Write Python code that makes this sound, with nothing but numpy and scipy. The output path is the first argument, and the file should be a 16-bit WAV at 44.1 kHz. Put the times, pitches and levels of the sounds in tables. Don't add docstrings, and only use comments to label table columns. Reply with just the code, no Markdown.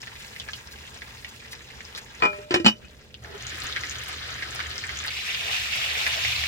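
import sys
import numpy as np
from scipy import signal
from scipy.fft import rfft, irfft, next_fast_len
from scipy.io import wavfile

SR = 44100
rng = np.random.default_rng(int(sys.argv[2]) if len(sys.argv) > 2 else 0)


def to_wav(s):
    ch = np.atleast_2d(s).T
    pcm = np.round(np.clip(ch, -1, 1) * 32767)
    wavfile.write(sys.argv[1], SR, pcm.astype(np.int16))


N = 285327
TIME = np.arange(N) / SR
SIMMER_FROM_S, BOIL_FROM_S = 3.22, 5.1

# frequency_hz, lead_rad
PAN_PHASE = [(100, 0.058), (450, 0.65), (700, 1.74), (1200, 3.36), (1500, 4.24), (1900, 6.66), (2600, 8.92),
             (3800, 8.32), (5000, 10.96), (7500, 11.2)]
# pitch_hz, level_db, t60_s
IRON_MODES = [(402, -23.5, 0.52), (603, -24, 1), (646, -20.5, 0.18), (838, -13.5, 0.2),
              (1005.5, -0.5, 0.14), (1301, -3, .15), (1320, -24, 0.74), (1435, -14, 0.21),
              (1750, -34, 0.049), (1880, -12.5, 0.25), (2170, -16, 0.077), (2420, -3, 0.21),
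              (2503, -26, 0.27)]


def sizzle(crackle_db, fizz_db):
    # frequency_hz, gain_db
    sear_spectrum = [(200, -3), (480, -7), (800, 2.5), (1200, 0.5), (2000, 3.5), (3000, 2), (5000, -3),
                     (7200, -9), (9000, -21), (14000, -66)]
    simmer_spectrum = [(200, -10.5), (420, -12), (950, -14), (1300, -7), (1750, -3.5), (2400, -5.5),
                       (3600, -7), (5000, -11), (7200, -23), (9000, -31.5), (14000, -33)]
    boil_spectrum = [(250, -46), (680, -14.5), (1000, -19.5), (1500, -11), (2300, -2), (3000, -2),
                     (4000, -6.5), (5500, -13), (7500, -18.5), (9000, -25.5), (14000, -25.5)]
    ping_spectrum = [(900, -47), (2000, 3), (4000, 7.5), (7000, 4.5), (9000, -9.5), (15000, -46)]
    gurgle_spectrum = [(250, -14.5), (450, 5), (700, 4.5), (1100, -1), (1800, 7), (4000, -41)]
    fizz_spectrum = [(3000, -24), (7000, 3), (9000, 2), (11500, 1), (16000, 7)]
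    # frequency_hz, lead_rad
    juice_phase = [(100, .15), (450, 2.4), (700, 1.33), (1200, 2.7), (2000, 5.4), (3000, 8.3), (4000, 14.3),
                   (5000, 20), (6300, 21.3), (8000, 27.1)]
    # centre_s, level_db, half_length_s
    wellings = [(3.3, -48.5, 0.22), (5.48, -39, 0.068), (5.95, -40, 0.25), (6.18, -37.5, 0.022)]
    end_s = N / SR
    searing, simmering, boiling = (0, SIMMER_FROM_S), (SIMMER_FROM_S, BOIL_FROM_S), (BOIL_FROM_S, end_s)
    before_boil, juicy, always = (0, BOIL_FROM_S), (SIMMER_FROM_S, end_s), (0, end_s)
    sear = bubbles(PAN_PHASE, searing, density=6000, spread_db=6, clump_db=1.6, width=0.3, wet_db=0.5)
    simmer = bubbles(PAN_PHASE, simmering, density=4000, spread_db=3.5, clump_db=1.5, width=0.29,
                     wet_db=0)
    boil = bubbles(juice_phase, boiling, density=8000, spread_db=4, clump_db=1.78, width=0.13,
                   wet_db=1, bands=38)
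    pings = bubbles(PAN_PHASE, before_boil, density=99, spread_db=3.5, clump_db=1.5, width=0.12,
                    wet_db=-4)
    gurgle = bubbles(juice_phase, juicy, density=4000, spread_db=2, clump_db=2.06, width=0.1,
                     wet_db=-9.5)
    fizz = bubbles(PAN_PHASE, always, density=7000, spread_db=4.6, clump_db=2.2, width=0.45, wet_db=8)
    crackle = (unit_rms_within(colour(sear, sear_spectrum), searing)
               + unit_rms_within(colour(simmer, simmer_spectrum), simmering)
               + unit_rms_within(colour(boil, boil_spectrum), boiling)
               + from_db(-8) * unit_rms(colour(pings, ping_spectrum)))
    return (from_db(crackle_db) * crackle
            + swells(wellings) * unit_rms_within(colour(gurgle, gurgle_spectrum), juicy)
            + from_db(fizz_db) * unit_rms(colour(fizz, fizz_spectrum)))


def bubbles(phase_lead, span_s, density, spread_db, clump_db, width, wet_db, bands=20):
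    start, stop = (np.clip(span_s, 0, N / SR) * SR).astype(int)
    out, shared_drift = np.zeros((2, N)), drift(22)
    for hz in np.geomspace(300, 15000, bands):
        clumps = from_db(clump_db * (shared_drift + drift(45))[start:stop])
        chance = density * clumps * np.sqrt(hz / 1000) / bands / SR
        bursts = rng.random(N)[start:stop] < chance
        strengths = rng.exponential(1, N)[start:stop][bursts]
        polarity = (-1) ** np.arange(len(strengths))
        clicks = np.zeros(stop - start)
        clicks[bursts] = from_db(spread_db * np.minimum(strengths, 4.2)) * polarity
        out[:, start:stop] += tent(resonance(unit_rms(clicks), hz, width * hz), phase_lead, wet_db)
    return out


def cooking_levels():
    # crackle_db, fizz_db, boom_db, vigour_change_db, ramp_s, lid_loss_db
    stages = [(-44, -56, -50.5, -5.5, 3.3, 6.5), (-35.5, -55.5, -44, -1, 2.4, 13),
              (-32, -57.5, -49, 7.5, 0.76, 0)]
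    starts_s = np.array([0, SIMMER_FROM_S, BOIL_FROM_S])
    stage = np.searchsorted(starts_s[1:], TIME)
    crackle_db, fizz_db, boom_db, change_db, ramp_s, lid_loss_db = np.array(stages)[stage].T
    vigour_db = change_db * np.clip((TIME - starts_s[stage]) / ramp_s, 0, 1)
    vigour_db -= np.interp(TIME, [5.6, 5.7], [0, 2])
    covered_s, lifted_s, clear_s = 2.45, 3.3, 3.504
    muffle_db = lid_loss_db * np.interp(TIME, [covered_s, lifted_s, clear_s], [1, 1, 0], left=0)
    return (crackle_db + vigour_db - muffle_db,
            fizz_db + 1.62 * vigour_db - 0.6 * muffle_db,
            boom_db + 0.5 * vigour_db)


def fat_spits():
    # start_s, level_db, pitch_hz
    spits = [(0.0288, -31.5, 1980), (0.0713, -29.5, 1750), (0.3618, -30, 2040), (0.398, -22, 3160),
             (0.487, -23.5, 1610), (0.5326, -21, 2840), (1.0188, -28.5, 1900), (1.2456, -25, 2200),
             (1.5306, -28.5, 1950), (1.703, -33.5, 1970), (1.8055, -29, 1880), (1.949, -23.5, 3480),
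             (1.9601, -22, 3900), (1.9764, -27, 1830), (3.1416, -29, 2930), (3.2454, -33, 1630),
             (3.5184, -33.5, 1660), (3.7618, -16.5, 1770), (3.7684, -24, 1870), (3.8348, -21.5, 1860),
             (4.4233, -21, 1840), (4.592, -23, 1270), (4.6023, -20, 1740), (4.8379, -22, 1850),
             (4.8915, -23, 1750), (5.0474, -22, 1700), (5.0809, -19, 2880), (5.3452, -17.5, 2446),
             (6.0646, -12, 1860), (6.2483, -16, 2020), (6.4378, -15.5, 2090)]
    out, t = np.zeros((2, N)), np.arange(SR // 5) / SR
    for start_s, level_db, hz in spits:
        burst = (t == 0) + 0.057 * rng.standard_normal(len(t)) * decay(t, 0.047)
        ring = resonance(resonance(burst, hz, 0.5 * hz), hz, 0.48 * hz)
        crack = butter(butter(burst, 700, "high"), 4900, "low", order=4)
        snap = from_db(-0.5) * ring / np.abs(ring).max() + from_db(-1.5) * crack / np.abs(crack).max()
        add(out, start_s - 0.0005, tent(from_db(level_db) * snap, PAN_PHASE, wet_db=-2))
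    return out


def steam_spurts():
    # centre_s, level_db
    jets = [(3.583, -45.5), (3.638, -39.5), (4.038, -42), (4.085, -39), (4.549, -38.5), (5.062, -38.5),
            (5.757, -37), (6.076, -35.5)]
    # frequency_hz, gain_db
    spray_spectrum = [(3000, 2.5), (6500, -6.5), (9000, 0.5), (16000, -7)]
    droplets = puffs([(s, db, 0.0062) for s, db in jets], per_s=3100)
    return tent(colour(droplets, spray_spectrum), PAN_PHASE, wet_db=2)


def lid_clatter():
    # start_s, strength_db, thud_db, thud_hz
    knocks = [(2.203, -43, -62, 397), (2.222, -19, -26, 463), (2.235, -21.5, -25, 382),
              (2.252, -20.5, -32.5, 187), (2.33, -39, -53, 408), (2.386, -48, -38, 413),
              (2.508, -24, -18, 352), (2.519, -26, -34, 358), (2.541, -13.5, -13, 320),
              (2.559, -26, -16.5, 359), (2.599, -35.5, -19, 336), (2.646, -27, -14, 208.4),
              (2.655, -23.5, -35, 245), (2.662, -12, -9.5, 217), (2.68, -22.5, -37, 246)]
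    # pitch_hz, level_db, t60_s
    glass_modes = [(325, -2, 0.1), (710, -11, 0.058), (826, 8, 0.029), (1320, -2, 0.027), (2520, 3, 0.066),
                   (2890, 3.5, 0.1), (2994, 1, 0.13), (2970, -2.5, 0.15), (3460, -36, 0.078),
                   (3770, -7, 0.094), (4200, 0.5, 0.034), (4614, 3, 0.044), (5365, -10, 0.075),
                   (5370, -7, 0.089), (5700, -24, 0.2), (6100, -13.5, 0.13), (7100, -30, 0.2),
                   (7460, -9.5, 0.094), (7550, -28, 0.15), (8480, -41, .12), (9325, -22, 0.12),
                   (11040, -45, 0.1), (12900, -31, 0.16), (14700, -36, .1)]
    stove_hz, stove_db = 92, -22.5
    out, t = np.zeros((2, N)), np.arange(SR // 2) / SR
    for start_s, strength_db, thud_db, thud_hz in knocks:
        settled = np.interp(start_s, [knocks[0][0], knocks[-1][0]], [0, 1]) ** 2.73
        iron_db = np.interp(settled, [0, 1], [2.5, -28])
        glass_db = np.interp(settled, [0, 1], [-16.5, -1.5])
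        grate_hz = np.interp(settled, [0, 1], [2100, 4700])
        balance_db = np.interp(settled, [0, 1], [-1, -0.5])
        grate = butter(butter(rng.standard_normal(len(t)), grate_hz, "low"), 4500, "low", order=1)
        crack = unit_rms(grate) * decay(t, 0.08)
        thud = from_db(thud_db) * np.sin(2 * np.pi * thud_hz * t) * decay(t, 0.12)
        rings = from_db(iron_db) * struck(IRON_MODES, t) + from_db(glass_db) * struck(glass_modes, t)
        knock = from_db(strength_db) * (rings + crack) + thud
        knock = butter(knock, 160, "high", order=3)
        rocking = from_db(thud_db + stove_db) * np.sin(2 * np.pi * stove_hz * t) * decay(t, 0.2)
        balance = from_db([[balance_db / 2], [-balance_db / 2]])
        add(out, start_s - 0.0015, balance * tent(knock + rocking, PAN_PHASE, wet_db=-9))
    return out


def struck(modes, t, uneven_db=2):
    hz, db, t60_s = np.array(modes).T[:, :, None]
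    strength = from_db(db + uneven_db * rng.standard_normal(hz.shape))
    partials = strength * decay(t, t60_s) * np.sin(2 * np.pi * (hz * t + rng.random(hz.shape)))
    attack = 1 - decay(t, 0.0015)
    return partials.sum(axis=0) * attack


def lid_drag():
    # centre_s, level_db, half_length_s
    drags = [(3.25, -45, 0.0043), (3.32, -41, 0.045)]
    rubbing = butter(puffs(drags, per_s=1100), 820, "low", order=1)
    rings = sum(resonance(rubbing, hz, width_hz=29) for hz, _, _ in IRON_MODES)
    rings += 1.7 * resonance(rubbing, 403, width_hz=71)
    return tent(from_db(12) * rings, PAN_PHASE, wet_db=2.5)


def spice_shaker():
    # centre_s, level_db
    shakes = [(.2, -50.5), (.39, -51), (.56, -48), (.722, -48), (1.291, -49), (1.524, -43), (1.981, -42.5)]
    # frequency_hz, gain_db
    grain_spectrum = [(1500, -15), (4000, 15), (7000, 6), (9500, 0.5), (13000, 1), (16000, -5)]
    grains = puffs([(s, db, 0.012) for s, db in shakes], per_s=11000)
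    return tent(colour(grains, grain_spectrum), PAN_PHASE, wet_db=-18)


def burner(boom_db):
    # frequency_hz, gain_db
    roar_spectrum = [(20, -19), (38, -9.5), (60, 0.5), (85, -18), (130, -2), (160, -8.5), (220, -5),
                     (300, -15), (450, -8), (900, -28.5), (3000, -65)]
    # pitch_hz, half_width_hz, level_db
    boom_bands = [(73.2, 10.7, -3), (117.8, 8.1, -7.5)]
    turbulence = rng.standard_normal(N) + 0.57 * rng.standard_normal((2, N))
    roar = unit_rms(colour(turbulence, roar_spectrum))
    boom = np.zeros(N)
    for hz, half_width_hz, level_db in boom_bands:
        band = resonance(rng.standard_normal(N), hz, 2 * half_width_hz)
        boom += from_db(level_db) * unit_rms(resonance(band, hz, 2 * half_width_hz))
    flare_db = 5 * np.exp(-((TIME - 6.35) / 0.19) ** 2)
    return from_db(-53.5) * roar + from_db(boom_db + flare_db) * boom


def tent(x, phase_lead, wet_db, jitter_s=0.00002):
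    # frequency_hz, gain_db
    scatter_spectrum = [(300, 1), (550, 2), (1500, 3.5), (4000, 2), (7000, 1), (15000, -9.5)]
    t60_s, wall_echo_s = 0.085, 0.007
    size, delay_samples = 8192, 64
    t, hz = np.arange(size) / SR, np.fft.rfftfreq(size, 1 / SR)
    phase = at_hz(phase_lead, hz) + 2 * np.pi * hz * rng.normal(0, jitter_s)
    direct = irfft(np.exp(0.5j * phase * np.array([[1], [-1]])))
    envelope = decay(t, t60_s) * (1 + 0.6 * np.exp(-((t - wall_echo_s) / 0.0018) ** 2))
    reflections = unit_rms(rng.standard_normal((2, size)) * envelope) / np.sqrt(size)
    scatter = colour(reflections, scatter_spectrum)
    paths = np.roll(direct + from_db(wet_db) * scatter, delay_samples, axis=1)
    return signal.fftconvolve(x[None], paths, axes=1)[:, :len(x)]


def puffs(rows, per_s):
    return swells(rows) * unit_rms(rng.standard_normal(N) * (rng.random(N) < per_s / SR))


def swells(rows):
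    return sum(from_db(db) * np.exp(-((TIME - s) / half_s) ** 2) for s, db, half_s in rows)


def drift(knots_per_s):
    knots = rng.standard_normal(2000)
    return unit_rms(np.interp(TIME * knots_per_s, np.arange(len(knots)), knots))


def decay(t, t60_s):
    return np.exp(-np.log(1000) * t / t60_s)


def resonance(x, hz, width_hz):
    radius = np.exp(-np.pi * width_hz / SR)
    feedback = [1, -2 * radius * np.cos(2 * np.pi * hz / SR), radius ** 2]
    return signal.lfilter(np.array([1, 0, -1]) * (1 - radius ** 2) / 2, feedback, x + 1e-18)


def butter(x, hz, kind, order=2):
    return signal.sosfilt(signal.butter(order, hz, kind, fs=SR, output="sos"), x)


def colour(x, spectrum):
    size = next_fast_len(x.shape[-1] + 4096)
    gain = from_db(at_hz(spectrum, np.fft.rfftfreq(size, 1 / SR)))
    return irfft(rfft(x, size) * gain, size)[..., :x.shape[-1]]


def at_hz(points, hz):
    frequency_hz, values = np.array(points).T
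    return np.interp(np.log(hz + 1e-9), np.log(frequency_hz), values)


def from_db(db):
    return 10 ** (np.asarray(db) / 20)


def unit_rms(x):
    return x / np.sqrt(np.mean(x ** 2) + 1e-20)


def unit_rms_within(x, span_s):
    inside = (TIME > span_s[0]) & (TIME < span_s[1])
    return x / np.sqrt(np.mean(x[:, inside] ** 2) + 1e-20)


def add(out, start_s, sound):
    start = round(start_s * SR)
    out[:, start:start + sound.shape[-1]] += sound[:, :N - start]


def scene():
    # frequency_hz, left_minus_right_db
    tilt = [(60, -3), (99, -1), (160, -2.5), (270, 1), (450, 0.5), (740, 1), (1220, 5), (2010, -2.5),
            (3330, 0.0), (5500, 2.5), (9080, 5.5), (15000, 2.5)]
    crackle_db, fizz_db, boom_db = cooking_levels()
    cooking = sizzle(crackle_db, fizz_db) + fat_spits() + steam_spurts()
    left, right = cooking + spice_shaker() + lid_clatter() + lid_drag() + burner(boom_db)
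    half_tilt = np.array(tilt) * [1, 0.5]
    return np.array([colour(left, half_tilt), colour(right, half_tilt * [1, -1])])


def record(dry):
    cutoff_hz = 15900
    low_pass = signal.ellip(10, 0.1, 80, cutoff_hz, fs=SR, output="sos")
    return signal.sosfilt(low_pass, np.clip(dry, -1, 1))


dry = scene()
out = record(dry)
to_wav(out)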